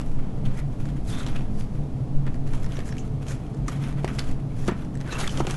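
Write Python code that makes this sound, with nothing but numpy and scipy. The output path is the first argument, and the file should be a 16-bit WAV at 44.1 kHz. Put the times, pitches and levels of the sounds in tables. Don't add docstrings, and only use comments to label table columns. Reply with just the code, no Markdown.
import sys
import numpy as np
from scipy import signal
from scipy.fft import rfft, irfft, next_fast_len
from scipy.io import wavfile
from scipy.ndimage import uniform_filter1d, map_coordinates

SR = 44100
rng = np.random.default_rng(int(sys.argv[2]) if len(sys.argv) > 2 else 0)


def materialize(psi):
    bounded = np.clip(np.atleast_2d(psi).T, -1, 1)
    quanta = np.round(bounded * 32767).astype(np.int16)
    wavfile.write(sys.argv[1], SR, quanta)


def boost_factor(decibels):
    exponent = np.asarray(decibels, float) / 20
    return 10 ** exponent


N = 245498

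# (frequency [Hz], density [dB per Hz])
AIR_SPECTRUM = [(15, -67), (25, 0.5), (39, -4), (65, -4), (149, -7), (213, -12), (306, -15), (386, -21.5),
                (756, -23.5), (861, -28), (1140, -33.5), (1600, -41), (11100, -57), (12000, -57),
                (15600, -100), (22000, -120)]
# (frequency [Hz], width [Hz], level [dB])
ROOM_MODES = [(47, 5.2, 7), (103, 17, 1), (120, 18.5, 7), (131.4, 6.3, 7.5), (177.6, 5.6, 7),
              (209.6, 7.5, 10), (254.2, 9.5, 10.5), (300.6, 10.4, 7), (413, 8.4, 5.5), (438.8, 4.8, 11)]
# (time [s], level [dB])
DUCT_SWELLS = [(.22, -32.5), (.42, -29), (.65, -30), (.92, -26.5), (1.35, -33.5), (1.52, -32.5),
               (1.81, -28.5), (2.031, -26), (2.21, -23.5), (2.43, -29), (2.56, -33), (2.78, -30.5),
               (3.16, -28), (3.33, -34), (3.61, -29.5), (3.81, -24.5), (4.0, -26), (4.2, -30), (4.46, -25),
               (4.62, -31.5), (5.0, -31.5), (5.2, -32.5), (5.41, -29.5), (5.55, -28)]
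# (strongest at [s], rise time and equal fall time [s], level [dB])
WAVES = [(.1, 0.4, -18), (.46, 0.27, -21), (.8, 0.23, -26), (1.2, 0.95, -23), (1.63, 0.58, -22.5),
         (2.16, 0.15, -18.5), (2.55, 0.59, -21.5), (3.06, 0.63, -31), (3.95, 0.34, -29), (4.31, 0.21, -23),
         (4.68, 0.24, -25), (5.35, 0.52, -24)]
# (frequency [Hz], t60 [s])
ROOM_DECAY = [(300, 0.21), (2000, 0.39), (10000, 0.096)]
# (time [s], peak level [dB], swing [Hz], length [s])
FLAPS = [
    (3.685, -26.5, 260, .008),
    (4.3, -31, 250, 0.028),
    (4.679, -22, 130, 0.015),
    (4.688, -23.5, 188, .016),
    (4.721, -22, 200, 0.0083),
    (5.372, -30, 268, 0.034),
    (5.416, -27.5, 330, .015),
]
# (time [s], level [dB], from [Hz], to [Hz], length [s])
GLIDES = [
    (1.21, -48, 1150, 1550, .045),
    (1.285, -57, 1100, 1450, .03),
    (1.1, -51, 4000, 3300, .03),
    (1.15, -48, 3500, 3600, .05),
    (5.122, -45, 4200, 3700, .03),
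    (5.21, -46, 3000, 3600, .025),
    (5.2, -45, 1500, 1050, 0.051),
    (5.253, -44, 2050, 1900, .02),
]
# (time [s], peak level [dB], pitch [Hz], t60 [ms])
POPS = [(1.2645, -29, 1200, 25), (1.268, -46, 7600, 50), (1.362, -38, 2700, 25), (1.362, -46, 7800, 15),
        (3.664, -49, 6200, 8), (3.673, -48, 6500, 9), (3.6815, -30, 2050, 18), (3.683, -33, 1200, 42),
        (3.6815, -35, 6200, 25), (3.729, -46, 3300, 25), (3.753, -46, 3300, 25), (4.054, -34, 1800, 18),
        (4.077, -31, 2000, 20), (4.086, -36, 2200, 15), (4.191, -23, 5200, 11), (4.2, -36, 3500, 15),
        (4.219, -38, 1900, 20), (4.272, -42, 3300, 22), (4.312, -42, 7800, 14), (4.312, -41, 2570, 15),
        (4.507, -45, 2300, 15), (4.518, -47, 2300, 15), (4.678, -34, 6000, 12), (4.683, -36, 7300, 15),
        (4.682, -20, 1250, 24), (4.693, -31, 1900, 15), (4.712, -43, 7600, 14), (4.712, -45, 6100, 12),
        (4.847, -47, 5800, 10.5), (4.953, -44, 8000, 15), (4.953, -46, 6200, 12), (4.973, -46, 7900, 14),
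        (5.188, -36, 6800, 20), (5.2, -36, 8200, 15), (5.216, -34, 3700, 15), (5.275, -24, 3400, 18),
        (5.275, -32, 8000, 15), (5.277, -32, 1170, 35), (5.279, -33, 1680, 30), (5.374, -31, 3200, 18),
        (5.372, -37, 7300, 18), (5.469, -25, 2600, 15), (5.468, -33, 7000, 10), (5.469, -33, 1450, 35),
        (5.509, -36, 5800, 12), (5.509, -38, 10500, 12), (5.541, -35, 1400, 25), (5.061, -40, 1760, 15),
        (4.64, -41, 1900, 15), (4.822, -48, 3700, 14)]
# (time [s], level [dB], pitch [Hz], length [s], width [Hz])
SQUEAKS = [(0.46, -46, 3230, 0.016, 430), (0.59, -49, 1960, 0.055, 700), (1.15, -56, 2300, 0.08, 1200),
           (1.14, -52, 1220, 0.059, 450), (5.201, -38.5, 1200, 0.091, 900), (5.314, -47, 5800, .05, 2200),
           (5.399, -45, 5870, 0.028, 2000), (5.128, -43, 2650, .035, 300), (1.366, -46, 2700, 0.022, 500),
           (5.218, -42.5, 3750, .06, 900), (1.198, -50, 7200, .035, 5000), (1.2, -45, 3600, 0.035, 1100),
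           (1.605, -63, 4700, .1, 500), (2.918, -53, 5500, .03, 600), (2.998, -51, 6500, 0.037, 1200),
           (3.302, -47.5, 6600, 0.05, 1500), (3.685, -40, 6800, 0.0082, 1600),
           (5.096, -38.5, 1500, 0.011, 100), (2.765, -52, 5800, 0.025, 900), (2.875, -54, 7000, .04, 1500),
           (5.131, -41, 1750, 0.016, 150), (5.13, -42, 6200, 0.022, 1800), (5.159, -34.5, 2680, 0.01, 140),
           (5.244, -33, 1960, 0.0074, 149), (5.296, -36, 3170, 0.0062, 300)]
# (time [s], peak level [dB], air pocket [Hz], push share [0-1], thump [dB])
SLAPS = [(1.2646, -22, 1130, 0.8, -10), (2.268, -31, 1440, 0.3, 3), (2.787, -25, 743, 0.54, 15),
         (3.683, -25.5, 1150, 0.4, 2), (4.0453, -13.5, 696, 0.9, 0), (4.6829, -11, 1230, 0.74, 6),
         (4.689, -20, 900, 0.3, 8), (4.72, -25, 700, 0.7, 17), (5.4035, -13, 714, 0.7, -10),
         (5.406, -14, 1060, 0.75, -3), (5.45, -24, 802, 0.6, 16), (5.469, -20, 690, 0.5, 14),
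         (5.477, -26.5, 1300, 0.6, 3), (5.383, -30, 600, 0.7, 14), (5.416, -29, 1200, .5, 12),
         (2.54, -33, 900, .4, -4), (2.667, -34, 900, .4, -1), (4.081, -30, 1300, 0.35, -8),
         (5.126, -28, 1200, .3, -8), (5.232, -25.5, 900, .3, 10), (5.51, -31, 900, 0.7, 2)]
# (time [s], peak level [dB], sheet ring [Hz], brightness [dB], tearing [ms])
SNAPS = [(0.0135, -30, 1200, -12, 1.5), (0.4535, -39, 3310, -17, 2), (0.855, -33, 1500, -13, 1.8),
         (1.2655, -24.5, 3300, -5.5, .9), (1.362, -32, 2650, -24, 2.7), (1.6077, -36.5, 2690, -19, 2.6),
         (2.5336, -33, 1300, -13, 3), (2.7202, -35.5, 2300, -8, 2.5), (2.7685, -30.5, 1950, -13, 2.6),
         (2.8034, -29, 1900, -18, 2), (2.9238, -30.5, 1700, -18, 3.1), (2.9687, -35, 2260, -20, 1.2),
         (2.9826, -31.5, 2900, -4, 1.33), (3.268, -37, 2320, -13, 1.2), (3.2839, -35, 2300, -1, 1.2),
         (3.839, -34, 2510, -22, 1.3), (4.0465, -24, 2400, -15, 0.92), (4.078, -29, 2300, -20, 1.5),
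         (4.086, -37, 2780, -23, 1.2), (4.1925, -18.5, 3530, -10, 1.4), (4.313, -37, 2180, -6, 1.3),
         (4.679, -28, 2900, -0.5, 1.1), (5.2420, -28, 1990, -14, 1.2), (5.2755, -20.5, 3400, -5, 3),
         (5.3736, -24.5, 3200, -7, 2.2), (5.3982, -28, 3000, -10, 1.5), (5.4695, -20.5, 2620, -7, 1),
         (5.5102, -25, 2570, 0.5, 0.63), (5.5417, -31, 1400, -15, 2.2), (5.186, -31, 2700, -3, 2.5),
         (5.206, -32, 3200, -6, 1.5), (5.2945, -28, 3170, -16, 1.2), (5.383, -30, 2500, -15, 1.6),
         (5.486, -35, 2800, -9, 1.5), (5.521, -37, 2700, -5, 2), (5.564, -35, 3000, -15, 1.5),
         (5.168, -30, 1200, -15, 2.5), (1.107, -35, 1200, -12, 1.5), (1.2745, -32, 3300, -12, 1.5),
         (1.408, -40, 2400, -12, 1.5)]
# (time [s], peak level [dB], brightness
# [dB])
TICKS = [(0.117, -46, -4), (0.197, -41, -21), (0.8886, -37, -16), (1.837, -46, -18), (2.2666, -35, -16),
         (2.344, -38.5, -5), (2.4676, -41, -18), (2.6444, -35, -1), (2.6638, -34, -22),
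         (2.7915, -29.5, -11), (2.8915, -32, -6), (2.953, -43, -16), (3.467, -44, -14), (3.547, -48, 4),
         (4.6844, -26.5, -8), (3.69, -32, -12), (3.927, -37, -18), (3.9816, -40, -23), (4.188, -22.5, -16),
         (4.2, -30, -24), (4.7144, -49, -4), (4.8493, -44, -5), (4.9544, -37, -10), (4.9736, -40, -15),
         (2.491, -40, -9), (3.682, -28, -2.5), (5.0763, -34, -14), (5.125, -33, -6), (2.4758, -41, -18),
         (2.553, -43, -3), (2.70, -44, -6), (2.78, -40, -8), (2.8574, -42, -2), (3.025, -46, -4),
         (.064, -45, -5), (5.005, -37, -12), (5.012, -31.5, -20)]
# (fastest at [s],
# speeding up [s], slowing down [s], rub level [dB], brightness [dB])
SWEEPS = [(0.073, .03, 0.085, -64, 5), (0.59, 0.065, 0.024, -50, -0.5), (.814, 0.039, 0.21, -59.5, 1),
          (.888, 0.033, 0.03, -55, -4), (1.1, 0.056, 0.12, -48.5, 4.5), (1.21, 0.15, 0.1, -47, -2.5),
          (1.36, .08, 0.19, -57, -3), (1.6, 0.1, .08, -58, 5), (2.545, .06, 0.081, -51.5, -0.5),
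          (2.76, 0.12, 0.12, -53, -3), (2.865, 0.033, 0.096, -55.5, 6), (3.0, .05, 0.16, -59.5, 2),
          (3.301, 0.046, 0.07, -46, 2.5), (3.38, 0.16, 0.46, -65, -2.5), (3.7, 0.04, 0.14, -49, -2),
          (3.844, 0.094, 0.16, -50, -3), (4.185, 0.12, 0.093, -49, 0.5), (4.288, 0.08, 0.073, -51, 0),
          (4.655, 0.14, 0.062, -51.5, 2.5), (4.78, 0.053, 0.11, -57.5, -2),
          (5.125, 0.086, 0.064, -43, -3.5), (5.2, 0.027, 0.1, -38.5, 2), (5.372, 0.048, 0.051, -43, -1),
          (5.506, 0.094, 0.13, -44, -1), (4.191, 0.013, 0.025, -42, -5), (4.943, .003, .006, -58, 3),
          (4.768, .003, .012, -60, -2), (4.4, .005, .012, -59, 0), (5.02, .006, .015, -52, -10),
          (4.087, .004, .012, -49, -7), (4.6, 0.065, .05, -61, 5), (2.277, .006, .02, -55, -14),
          (2.69, .004, .012, -58, 0), (2.354, .004, .012, -59, 0), (5.407, .012, 0.016, -48, 4),
          (3.691, .006, .012, -44, 2), (1.15, .06, .06, -55, -1), (5.478, .008, .02, -46, -9)]
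# (time [s], rub level [dB], brightness [dB])
FLICKS = [(.001, -50.5, -2), (.194, -58, -8), (.25, -58, -15), (0.457, -48.5, -4), (.56, -59, -1),
          (.725, -61, 0), (.965, -59, 0), (1.285, -45, -4), (1.364, -48, -7.5), (1.75, -61, 0),
          (2.274, -58, -19), (2.342, -67, -2), (2.47, -57, 0), (2.63, -52, 2), (2.8, -53, -5),
          (2.92, -54, -11), (3.23, -54.5, -1), (3.984, -50, -7), (4.036, -53.5, 0), (4.095, -49.5, -10),
          (4.2, -53, -5), (5.165, -44.5, -3), (4.52, -64, -14), (4.7, -46, -14), (4.725, -53, -14),
          (4.797, -58, -8), (4.825, -61, -8), (4.38, -61, -16), (.52, -58, -6), (.37, -63, -8),
          (3.57, -66, 4), (4.958, -65, 6), (5.01, -56, -5), (5.075, -48.5, -9), (5.268, -42, -6),
          (5.315, -47.5, 4), (5.445, -50, 0)]
# (frequency [Hz], density [dB per Hz])
FLEX_SPECTRUM = [(500, 3), (900, -3.5), (1300, 1), (1900, -5.5), (2600, -8), (4500, -44)]
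RUB_SPECTRUM = [(1200, -2), (2300, 0.5), (2900, 0), (3300, 2.5), (3650, -2.5), (4100, -5.5), (5500, -17),
                (9000, -55)]
SHEEN_SPECTRUM = [(2000, -55), (4000, -1), (6500, 3.5), (8500, -1), (11500, -0.5), (13000, -31)]

FLICK_RISE_S, FLICK_FALL_S = 0.025, 0.063
FLEX_DB, SHEEN_DB = 6.5, -1
FLEX_LEANS, SHEEN_LEANS = -0.38, 0.93
HELD_DB, HELD_BRIGHT_DB = -74, -4.5
SWEEP_SHAPE, FLICK_SHAPE, AIR_SHAPE = 1.6, 1.04, 1.23
FADE_DB = 21
SWELL_S = 0.14
STACK_HZ, TICK_MS, FLUTTER_T60_S = 1800, 1.06, 0.039
THUD_T60_S, PUFF_DB = 0.033, -1.5
GLIDE_WIDTH_HZ = 480
POP_ATTACK_S, POP_SAG = 0.001, 0.03


def unit(x):
    return x / np.sqrt(np.mean(x ** 2) + 1e-20)


def along(points, hz):
    f, value = np.transpose(points)
    return np.interp(np.log(hz + 1), np.log(f + 1), value)


def wobble(rate):
    knots = rng.standard_normal(int(N * rate / SR) + 4)
    return map_coordinates(knots, [np.arange(N) * rate / SR])


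def filtered(x, response):
    m = next_fast_len(len(x) + 8192)
    return irfft(rfft(x, m) * response(np.fft.rfftfreq(m, 1 / SR)), m)[:len(x)]


def peak(f, hz, width_hz):
    return 1j * f * width_hz / (hz * hz - f * f + 1j * f * width_hz)


def add(track, s, sound):
    part = track[max(round(s * SR), 0):][:len(sound)]
    part += sound[:len(part)]


def swells(s, rise_s, fall_s, db, shape):
    s, rise_s, fall_s, db = [np.reshape(v, (-1, 1)) for v in (s, rise_s, fall_s, db)]
    late = np.arange(0, N + 64, 32) / SR - s
    far = np.maximum(-late / (np.abs(rise_s) + 0.0013), late / (np.abs(fall_s) + 0.0014))
    power = boost_factor(2 * (db - FADE_DB * far ** shape)).sum(axis=0)
    return np.interp(np.arange(N) / 32, np.arange(len(power)), np.sqrt(power))


def ventilation():
    def response(f):
        modes = sum(boost_factor(2 * db) * np.abs(peak(f, hz, w)) ** 2 for hz, w, db in ROOM_MODES)
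        gap = 1 - 0.5 * np.abs(peak(f, 92.3, 7.7))
        return boost_factor(along(AIR_SPECTRUM, f)) * np.sqrt(1 + modes) * gap

    noise = filtered(rng.standard_normal(N), response)
    return boost_factor(-30 + 0.29 * wobble(5.15)) * unit(noise)


def hum():
    s, db = np.transpose(DUCT_SWELLS)
    hz = 139.5 + 2.47 * wobble(9)
    tone = np.sin(2 * np.pi * np.cumsum(hz) / SR)
    return boost_factor(2) * swells(s, SWELL_S, SWELL_S, db, AIR_SHAPE) * tone


def draught():
    s, length, db = np.transpose(WAVES)
    slow = filtered(rng.standard_normal(N), lambda f: peak(f, 12.2, 39) / (1 + (f / 20) ** 14))
    return swells(s, length, length, db, AIR_SHAPE) * unit(slow)


def room(x):
    hz, t, z = signal.stft(rng.standard_normal(SR // 2), SR, nperseg=256)
    decay = boost_factor(-60 * t / along(ROOM_DECAY, hz)[:, None])
    tail = signal.istft(z * decay, SR, nperseg=256)[1]
    late = np.pad(x, (260, 0))
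    return signal.fftconvolve(late, tail / np.linalg.norm(tail))[:N]


def flaps():
    s, db, hz, length = np.transpose(FLAPS)[:, :, None]
    t = np.arange(N) / SR - s
    swing = np.exp(-(2 * t / length) ** 2) * np.sin(2 * np.pi * hz * t)
    return (boost_factor(db) * swing).sum(axis=0)


def glides():
    out, t = np.zeros(N), np.arange(-SR // 8, SR // 8) / SR
    noises = rng.standard_normal((len(GLIDES), 2, len(t)))
    for (s, db, from_hz, to_hz, length), noise in zip(GLIDES, noises):
        a, b = [unit(filtered(v, lambda f: 1 / (1 + (2 * f / GLIDE_WIDTH_HZ) ** 2))) for v in noise]
        hz = np.interp(t / length, [-0.5, 0.5], [from_hz, to_hz])
        turn = 2 * np.pi * np.cumsum(hz) / SR
        swell = np.exp(-(1.6 * t / length) ** 4)
        add(out, s + t[0], boost_factor(db) * swell * (a * np.cos(turn) + b * np.sin(turn)))
    return out


def pops():
    out, t = np.zeros(N), np.arange(SR // 16) / SR
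    for s, db, hz, t60_ms in POPS:
        life = t / (t60_ms / 1300 + 1e-3)
        turn = 2 * np.pi * hz * t * (1 - POP_SAG * np.minimum(life, 1))
        attack = 1 - np.exp(-t / POP_ATTACK_S)
        add(out, s, boost_factor(db + 4.5 - 60 * life) * attack * np.sin(turn))
    return out


def squeaks():
    out, t = np.zeros(N), np.arange(SR // 3) / SR
    noises = rng.standard_normal((len(SQUEAKS), len(t)))
    for (s, db, hz, length, width_hz), noise in zip(SQUEAKS, noises):
        swell = np.exp(-((t - t.mean()) / (length / 2)) ** 2)
        tone = filtered(noise, lambda f: peak(f, hz, width_hz) ** 2)
        loudness = np.sqrt(np.average(tone ** 2, weights=swell ** 2))
        add(out, s - t.mean(), boost_factor(db) * swell * tone / loudness)
    return out


def slaps():
    out, t = np.zeros(N), np.arange(SR // 8) / SR
    noises = rng.standard_normal((len(SLAPS), len(t)))
    for (s, db, hz, share, thump_db), noise in zip(SLAPS, noises):
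        def pocket(f):
            return (peak(f, hz, 0.21 * hz) + boost_factor(thump_db) * peak(f, 382, 160)) * peak(f, 370, 2000)

        pulse = -np.exp(-((t - 0.001) / 0.00032) ** 2)
        push = filtered(pulse, lambda f: pocket(f) + boost_factor(PUFF_DB) * peak(f, 290, 2800))
        thud = filtered(noise * boost_factor(-60 * t / THUD_T60_S) * (1 - np.exp(-t / 0.0014)), pocket)
        sound = share * push / np.abs(push).max() + (1 - share) * thud / np.abs(thud).max()
        add(out, s - 0.001, boost_factor(db + 3) * sound)
    return out


def snaps():
    def sheet(f, hz):
        return (peak(f, hz, 0.2 * hz) + 0.19 * peak(f, 2000, 4500)) * peak(f, 1200, 6600)

    out, t = np.zeros(N), np.arange(SR // 8) / SR
    edges = SNAPS + [(s, db, STACK_HZ, bright_db, TICK_MS) for s, db, bright_db in TICKS]
    noises = rng.standard_normal((len(edges), 2, len(t)))
    for (s, db, hz, bright_db, ms), noise in zip(edges, noises):
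        u = t / (ms / 1000 + 1e-4)
        flutter = boost_factor(-60 * t / FLUTTER_T60_S) * (1 - np.exp(-u * u))
        crack = 1.4 * np.exp(-(1.34 * (u - 1.2)) ** 2)
        burst = noise * (flutter + crack)
        body = filtered(burst[0], lambda f: sheet(f, hz))
        edge = filtered(burst[1], lambda f: peak(f, 5800, 5100) ** 2 * (0.35 + peak(f, 5700, 6000)))
        add(out, s - 0.0015, boost_factor(db - 0.5) * body / np.abs(body).max())
        add(out, s - 0.0015, boost_factor(db + bright_db) * edge / np.abs(edge).max())
    return out


def strokes(over_db, leans):
    s, rise_s, fall_s, db, bright_db = np.transpose(SWEEPS)
    sweeps = swells(s, rise_s, fall_s, db + over_db + leans * bright_db, SWEEP_SHAPE)
    s, db, bright_db = np.transpose(FLICKS)
    flicks = swells(s, FLICK_RISE_S, FLICK_FALL_S, db + over_db + leans * bright_db, FLICK_SHAPE)
    held = boost_factor(HELD_DB + over_db + leans * HELD_BRIGHT_DB)
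    return held + np.hypot(sweeps, flicks)


def crackle():
    rub = strokes(0, 0)
    when, pitch, size, life = rng.random((4, 5000))
    t = np.arange(600) / SR
    hz = 1000 * 6.5 ** pitch[:, None]
    cycles = 2.5 * 7 ** (life[:, None] ** 2)
    at = (when * (N - len(t))).astype(int)
    strength = rub[at] * boost_factor(-9 - 3.5 * np.log(size + 0.011))
    gain = strength[:, None] / np.sqrt(cycles / 4)
    envelope = np.exp(-t * hz / cycles) * (1 - np.exp(-t / 0.00023)) * (1 - t / t[-1])
    rings = gain * np.sin(2 * np.pi * hz * t) * envelope
    return np.bincount((at[:, None] + np.arange(len(t))).ravel(), rings.ravel(), N)


def patchy(depth_db):
    z = signal.stft(rng.standard_normal(N + 512), nperseg=256)[2]
    field = uniform_filter1d(rng.standard_normal(z.shape), size=2, axis=0)
    field = uniform_filter1d(field, size=6, axis=1)
    return signal.istft(z * boost_factor(depth_db * unit(field)), nperseg=256)[1][:N]


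def slide():
    grip = boost_factor(0.86 * wobble(35) + 1.95 * wobble(90) + 1.8 * wobble(400))

    def voice(spectrum):
        return unit(filtered(grip * patchy(depth_db=2), lambda f: boost_factor(along(spectrum, f))))

    flex = strokes(FLEX_DB, FLEX_LEANS) * voice(FLEX_SPECTRUM)
    rub = strokes(0, 0) * voice(RUB_SPECTRUM)
    sheen = strokes(SHEEN_DB, SHEEN_LEANS) * voice(SHEEN_SPECTRUM)
    return boost_factor(-2) * (flex + rub + sheen)


def scene():
    paper = slide() + crackle() + snaps() + slaps() + squeaks() + glides() + flaps()
    air = ventilation() + hum() + draught()
    return (paper + pops() + boost_factor(-14) * room(paper) + air)[None]


def band_limit(x):
    return signal.sosfilt(signal.butter(12, 12490, fs=SR, output="sos"), x)


def record(dry):
    top_hz = 11730
    kept = filtered(dry[0], lambda f: 1 / (1 + (f / top_hz) ** 90))
    return band_limit(kept[None])


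dry = scene()
out = record(dry)
materialize(out)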